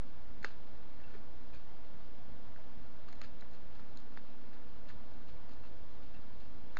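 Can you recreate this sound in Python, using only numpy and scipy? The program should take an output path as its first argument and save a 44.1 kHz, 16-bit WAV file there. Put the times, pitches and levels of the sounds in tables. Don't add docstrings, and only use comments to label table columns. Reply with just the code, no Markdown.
import sys
import numpy as np
from scipy import signal
from scipy.fft import rfft, irfft, next_fast_len
from scipy.io import wavfile
from scipy.ndimage import uniform_filter1d, map_coordinates

SR = 44100
rng = np.random.default_rng(int(sys.argv[2]) if len(sys.argv) > 2 else 0)


def field_ratio(decibels):
    return 10 ** (np.asarray(decibels, dtype=float) / 20)


def bounce(signal):
    frames = np.transpose(np.atleast_2d(signal))
    limited = np.clip(frames, -1, 1)
    pcm = np.round(limited * 32767).astype(np.int16)
    wavfile.write(sys.argv[1], SR, pcm)


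N = 299439


def unit(x):
    return x / np.sqrt(np.mean(x ** 2) + 1e-20)


def along(points, hz):
    f, value = np.transpose(points)
    return np.interp(np.log(hz + 1), np.log(f + 1), value)


def filtered(x, response):
    m = next_fast_len(N + SR // 2)
    spectrum = rfft(x, m) * response(np.fft.rfftfreq(m, 1 / SR))
    return irfft(spectrum, m)[..., :N]


def struck(force, modes):
    def resonances(f):
        total = 0
        for k, (centre, width, db) in enumerate(modes):
            total = total + (-1) ** k * field_ratio(db) * 1j * f * width / (centre ** 2 - f * f + 1j * f * width)
        return total

    blow = np.arange(N) == 0
    rung, blow_rung = filtered(np.array([force, blow]), resonances)
    return rung / np.abs(blow_rung).max()


def rush(spectrum, patchy_db):
    z = signal.stft(rng.standard_normal(N), nperseg=512)[2]
    patches = uniform_filter1d(rng.standard_normal(z.shape), 6, 0)
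    patches = uniform_filter1d(patches, 12, 1)
    noise = signal.istft(z * field_ratio(patchy_db * unit(patches)), nperseg=512)[1][:N]
    return unit(filtered(noise, lambda hz: field_ratio(along(spectrum, hz))))


# f/Hz, width/Hz, level/dB [rms]
MOTOR_TONES = [(247, 1.3, -68.5), (494.2, 2.5, -74.5), (988, 4, -84)]


def motor_hum():
    t, hum = np.arange(N) / SR, 0
    for hz, width, db in MOTOR_TONES:
        drift = unit(filtered(rng.standard_normal((2, N)), lambda f: 1 / (1 + (f / width) ** 4)))
        carrier = (1 + 0.21 * drift[0]) * np.sin(2 * np.pi * hz * t)
        sideband = 0.59 * drift[1] * np.cos(2 * np.pi * hz * t)
        hum = hum + field_ratio(db) * unit(carrier + sideband)
    return hum


# f/Hz, level/dB [per Hz]
AIR_SPECTRUM = [(60, -29), (100, -3.5), (150, -5), (215, -1), (300, -6), (420, -9), (610, -7.5),
                (1100, -13), (1600, -16), (2300, -21), (4300, -24), (4950, -27.5), (5500, -23.5),
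                (6500, -37.5), (7400, -49), (9000, -78)]
# f/Hz, level/dB [per Hz]
RUMBLE_SPECTRUM = [(4, -23.5), (10, -6.5), (30, 0.5), (60, -1), (95, -1), (140, -26), (220, -45)]
AIR_DB, RUMBLE_DB, RUMBLE_SWELL_DB = -59.5, -60.5, -1
LULL_S, LULL_LENGTH_S, LULL_DB = 4.34, 0.17, -13


def background():
    t = np.arange(N) / SR
    swell = unit(map_coordinates(rng.standard_normal(12), [t]))
    lull = np.exp(-((t - LULL_S) / LULL_LENGTH_S) ** 2)
    rumble_db = RUMBLE_DB + RUMBLE_SWELL_DB * swell + LULL_DB * lull
    air = field_ratio(AIR_DB) * rush(AIR_SPECTRUM, patchy_db=0.67)
    rumble = field_ratio(rumble_db) * rush(RUMBLE_SPECTRUM, patchy_db=0.0)
    return air + rumble + motor_hum()


WRITE_SPELLS = [
    (2.3, 64),
    (66.25, 120),
    (138.3, 150),
    (151.7, 198),
]
FRAME_S, FIRST_FRAME_S, WRITE_EVERY_FRAMES = .03425, .035, 2.79
SAG_DB, SAG_SPREAD_DB, SAG_S = -55, 5, .0272


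def supply_flutter():
    clock = np.arange(N) / SR - FIRST_FRAME_S + FRAME_S + .007
    frame, since = (clock // FRAME_S).astype(int), clock % FRAME_S
    lift, length = rng.standard_normal(size=(N // 1000, 2))[frame].T
    volts = field_ratio(-60.0 + 4.07 * lift) * (since < .0115 + .0015 * length)
    spells = [np.arange(first, last, WRITE_EVERY_FRAMES) for first, last in WRITE_SPELLS]
    writes = np.concatenate(spells).astype(int)
    depth = np.zeros(N // 1000)
    depth[writes + 1] = field_ratio(SAG_DB + SAG_SPREAD_DB * rng.standard_normal(len(writes)))
    volts -= depth[frame] * (since > FRAME_S - SAG_S)
    return filtered(volts, lambda hz: 1j * hz / (7 + 1j * hz) / (1 + 1j * hz / 500) ** 2)


def converter_whistle():
    return field_ratio(-96) * np.sqrt(2) * np.sin(np.pi / 2 * np.arange(N) + np.pi / 4)


def pulse(t, hz, ms):
    return np.exp(-(1000 * t / ms - 1) ** 2) * np.sin(2 * np.pi * hz * t)


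# f/Hz, level/dB
CHIRP_OVERTONES = [(5300, -8), (6700, -5)]
CHIRP_ATTACK_S, CHIRP_T60_S = .0004, .009


def chirp(t, hz):
    modes = np.sin(2 * np.pi * hz * t)
    for high_hz, db in CHIRP_OVERTONES:
        modes = modes + field_ratio(db) * np.sin(2 * np.pi * high_hz * t)
    return (1 - np.exp(-t / CHIRP_ATTACK_S)) * field_ratio(-60 * t / CHIRP_T60_S) * modes


# f/Hz, width/Hz, level/dB
POT_WALL = [(1216, 37, 9), (1550, 344, 4.5), (1795, 150, 5.5), (2280, 790, -5)]
# f/Hz, width/Hz, level/dB
STONE_ON_BLADE = [(3060, 630, -10), (3636, 170, 4.5), (4170, 710, 3.5), (4920, 1500, -1.5),
                  (6180, 720, -7.5)]
# f/Hz, width/Hz, level/dB
BLADE_RING = [(2690, 19, 0)]
# f/Hz, width/Hz, level/dB
POT_CAVITY = [(427, 38, 7.5), (566, 130, -11.5), (880, 125, -0.5)]


def contact_sounds():
    force, knocks, t = np.zeros((4, N + SR)), np.zeros(N + SR), np.arange(SR // 20) / SR
    lead = 22
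    rattle_db = np.array([[-16], [-11], [-20], [-20]])
    rattle_t60 = np.array([[.04], [.015], [.02], [.02]])
    blow = -field_ratio(np.array([-35, -19, -11.5, -7.5]))
    for s, db, hz, ms, grit_db, grit_hz, ring_db, thud_db in blade_knocks() + stone_ticks() + blade_flicks():
        start = round(s * SR)
        loosened = (rng.random(len(t)) < .08) * (np.arange(len(t)) > lead)
        rattle = rng.standard_normal((4, len(t))) * loosened
        rattle *= field_ratio(rattle_db - 60 * t / rattle_t60)
        rattle[:, lead] = blow
        force[:, start:start + len(t)] += field_ratio([[db - 4.5], [grit_db + 7], [ring_db], [thud_db]]) * rattle
        touch = field_ratio(db + 1.0) * pulse(t, hz, ms) + field_ratio(grit_db + 2.0) * chirp(t, grit_hz)
        knocks[start + lead:start + lead + len(t)] -= touch
    bodies = (POT_WALL, STONE_ON_BLADE, BLADE_RING, POT_CAVITY)
    wall, grit, blade, cavity = (struck(f[:N], modes) for f, modes in zip(force, bodies))
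    soft = filtered(wall + cavity, lambda f: 1 / (1 + 1j * f / 2200) ** 2)
    hard = filtered(grit, lambda f: (1j * f / (2600 + 1j * f)) ** 2 / (1 + 1j * f / 5200) ** 2)
    return knocks[:N] + soft + hard + blade


# t/s, knock level/dB, knock f/Hz, caught grit level/dB, contact/ms
BLADE_KNOCKS = [(0.4283, -45, 1840, -50, 0.67), (0.4317, -56, 1800, -58, 0.65), (.438, -50, 1400, -71, .9),
                (0.4452, -24, 1650, -39, 0.69), (.449, -45, 1350, -58, 0.56), (0.46, -52, 1600, -67, 0.76),
                (0.463, -45, 1390, -66, 0.7), (0.476, -51, 1500, -70, 0.9), (0.506, -51, 1550, -64, 0.58),
                (1.151, -50, 1750, -68, 0.46), (2.561, -48, 1580, -78, 0.87), (2.574, -55, 1480, -78, .8),
                (3.084, -51, 1300, -66, 0.71), (3.0866, -51, 1410, -54, 0.82),
                (3.1276, -54, 1700, -70, 0.67), (3.129, -50, 1950, -59, .7),
                (3.2154, -36.5, 1890, -42.5, 0.37), (3.242, -55, 1700, -66, 0.99),
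                (3.2372, -52, 2500, -60, .5), (3.2478, -49, 1970, -58, 0.39),
                (3.2563, -57, 1800, -64, 0.99), (3.4226, -44, 1660, -72, 0.43),
                (3.426, -56, 1500, -75, 0.7), (3.7952, -48, 1180, -66, 0.58), (4.122, -53, 1400, -68, 0.89),
                (4.1733, -36.5, 1550, -68, 0.51), (4.495, -58, 1280, -72, 0.65),
                (4.568, -52, 1350, -68, 0.47), (4.883, -61, 1300, -68, 0.95),
                (4.8922, -55, 1600, -57, 0.74), (4.8965, -54, 1700, -66, 0.72), (4.9, -47, 1740, -66, 0.68),
                (4.904, -52, 1690, -66, .9), (5.637, -50, 1200, -66, 0.44), (5.651, -53, 1500, -65, 0.54),
                (6.7694, -27.5, 1550, -47, 0.6), (6.7704, -44, 1880, -61, 0.72)]
THUD_DB, RING_DB = -1, -20
FILLED_S, FILLED_THUD_DB = 3, -10.5
GRIT_HZ = 4250


def blade_knocks():
    contacts = []
    for s, db, hz, grit_db, ms in BLADE_KNOCKS:
        thud_db = db + THUD_DB + FILLED_THUD_DB * (s > FILLED_S)
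        contacts.append((s, db, hz, ms, grit_db, GRIT_HZ, db + RING_DB, thud_db))
    return contacts


# t/s, level/dB
CRUSHED_CRUMBS = [
    (.4286, -66),
    (0.4456, -31.5),
    (0.4479, -51),
    (3.128, -59),
    (3.214, -60),
    (4.1737, -62),
    (4.889, -62),
    (6.77, -42.5),
]
CRACK_T60_S, CRACK_LOW_HZ = 0.022, 2590


def cracks():
    out, t = np.zeros(N + SR), np.arange(SR // 50) / SR
    for s, db in CRUSHED_CRUMBS:
        out[round(s * SR):][:len(t)] += field_ratio(db - 60 * t / CRACK_T60_S) * rng.standard_normal(len(t))
    return filtered(out[:N], lambda f: (1j * f / (CRACK_LOW_HZ + 1j * f)) ** 2 / (1 + (f / 7000) ** 12))


# t/s, length/s, dull crumb level/dB, fine grit level/dB
CRUMB_SLIDES = [(0.444, 0.076, -56, -58), (1.016, 0.086, -66.5, -83), (1.107, .01, -65.5, -80),
                (1.14, 0.035, -64.5, -75), (0.992, .01, -69, -83), (1.537, 0.049, -65, -67),
                (1.847, .06, -85, -74), (2.593, 0.044, -69, -87), (3.084, 0.019, -64.5, -67),
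                (3.127, .04, -81, -81), (3.215, 0.0085, -61, -66), (3.236, 0.028, -64, -63),
                (3.4, .03, -78, -73), (3.533, 0.037, -69, -71), (3.751, .02, -66, -74),
                (3.798, 0.0089, -69, -72), (3.988, 0.054, -86, -72), (4.135, 0.025, -72, -73),
                (4.171, 0.009, -66, -67), (4.531, 0.026, -66.5, -72), (4.86, 0.024, -73, -83),
                (4.887, 0.024, -62, -65), (5.116, .01, -81, -71), (5.288, .01, -65, -68),
                (5.51, 0.065, -77, -71.5), (5.66, .01, -71, -69), (6.026, .05, -76, -73),
                (6.143, .05, -67, -76), (6.408, 0.059, -84, -70), (6.758, .005, -63, -74),
                (6.775, .012, -64, -65)]
RISE_DB_PER_S, THIN_DB_PER_S, STOP_DB_PER_S = 2198, 170, 443


def sliding():
    t, gain = np.arange(N) / SR, np.zeros((2, N))
    for s, length, dull_db, fine_db in CRUMB_SLIDES:
        near = slice(round((s - .1) * SR), round((s + .3) * SR))
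        u = t[near] - s
        loss_db = RISE_DB_PER_S * (-u).clip(0)
        loss_db += THIN_DB_PER_S * u.clip(0, abs(length))
        loss_db += STOP_DB_PER_S * (u - length).clip(0)
        gain[:, near] += field_ratio([[dull_db], [fine_db]] - loss_db)
    return gain


def crumbs(per_second, spread_db):
    hits = rng.random(N) < per_second / SR
    return hits * rng.standard_normal(N) * field_ratio(spread_db * rng.exponential(size=N))


def trickle():
    dull, fine = sliding()
    wall = unit(struck(crumbs(per_second=6000, spread_db=.6), POT_WALL))
    grit = crumbs(per_second=8000, spread_db=.4)
    scratch = unit(struck(grit, STONE_ON_BLADE))
    scratch += field_ratio(-12.5) * unit(struck(grit, BLADE_RING))
    scratch += field_ratio(-5.5) * unit(struck(grit, [(2690, 640, 0)]))
    return dull * wall + fine * unit(scratch)


# t/s, level/dB, f/Hz, t60/s
SHORT_RINGS = [(1.079, -57, 1450, .08), (1.0, -55, 1800, .025), (1.141, -56, 1780, .04),
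               (1.533, -56, 2440, .05), (1.553, -57, 2440, .04), (.452, -47, 2700, .02),
               (1.15, -45, 405, .06), (4.1735, -48, 724, 0.016), (6.77, -40, 680, .014),
               (3.219, -50, 560, .03), (0.4475, -46, 1000, 0.022), (.447, -50, 557, 0.058),
               (2.586, -54, 910, 0.07), (2.589, -53, 630, .05), (2.604, -56, 1020, .03),
               (3.2163, -43, 1650, .013), (3.2215, -52, 1250, .025), (4.175, -49, 560, .02),
               (3.102, -57, 1300, .03), (6.7735, -46, 1450, .02), (4.176, -53, 3660, 0.014),
               (6.7722, -39, 3680, 0.012)]


def pings():
    out, t = np.zeros(N + SR), np.arange(SR // 10) / SR
    for s, db, hz, t60 in SHORT_RINGS:
        envelope = field_ratio(db - 60 * t / t60) * (1 - np.exp(-t / 0.00079))
        out[round(s * SR):][:len(t)] += envelope * np.sin(2 * np.pi * hz * t)
    return out[:N]


# t/s, level/dB, f/Hz
SINGLE_STONES = [(.4685, -69, 4300), (.4565, -58, 4200), (.4855, -60, 4400), (.5165, -60, 3950),
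                 (1.547, -54, 4340), (3.1258, -50, 4150), (3.2177, -56, 4420), (3.2315, -64, 4200),
                 (3.2445, -60, 4330), (3.264, -65, 4100), (3.154, -57, 4150), (3.4087, -51.5, 4030),
                 (3.413, -63, 3900), (3.512, -59, 4200), (3.534, -57, 4250), (3.548, -58, 4200),
                 (3.7522, -62, 4240), (3.972, -45.5, 4200), (4.0013, -55.5, 4220), (5.136, -61, 4200),
                 (5.282, -58, 4170), (5.493, -58, 4600), (5.5147, -63, 4600), (5.522, -63, 5100),
                 (5.5344, -56, 4100), (6.034, -60, 4150), (6.4, -60, 4180)]
STONE_KNOCK_DB, STONE_RING_DB = -14, -31
STONE_HZ, STONE_MS = 1350, 0.84


def stone_ticks():
    contacts = []
    for s, db, hz in SINGLE_STONES:
        knock_db = db + STONE_KNOCK_DB
        contacts.append((s, knock_db, STONE_HZ, STONE_MS, db, hz, db + STONE_RING_DB, knock_db + THUD_DB))
    return contacts


# t/s, ring level/dB
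BLADE_FLICKS = [
    (1.038, -52),
    (1.15, -63),
    (5.637, -55),
    (6.1445, -51),
    (6.164, -58),
]
FLICK_GRIT_DB = -16


def blade_flicks():
    contacts = []
    for s, db in BLADE_FLICKS:
        grit_db = db + FLICK_GRIT_DB
        contacts.append((s, grit_db, STONE_HZ, STONE_MS, grit_db, GRIT_HZ, db, db + THUD_DB))
    return contacts


def scene():
    trowel = contact_sounds() + cracks() + pings()
    return (background() + trickle() + trowel)[None]


def roll_off(x):
    return signal.sosfilt(signal.butter(12, 11400, fs=SR, output="sos"), x)


NOTCH_HZ, NOTCH_WIDTH_HZ, NOTCH_DEPTH = 5600, 380, 0.68
OFFSET = .041


def record(dry):
    def microphone(hz):
        notch = 1 - NOTCH_DEPTH * np.exp(-((hz - NOTCH_HZ) / NOTCH_WIDTH_HZ) ** 2)
        return notch / (1 + (hz / 7200) ** 18)

    dull = filtered(dry, microphone)
    return roll_off(dull + supply_flutter() + converter_whistle() + OFFSET)


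dry = scene()
out = record(dry)
bounce(out)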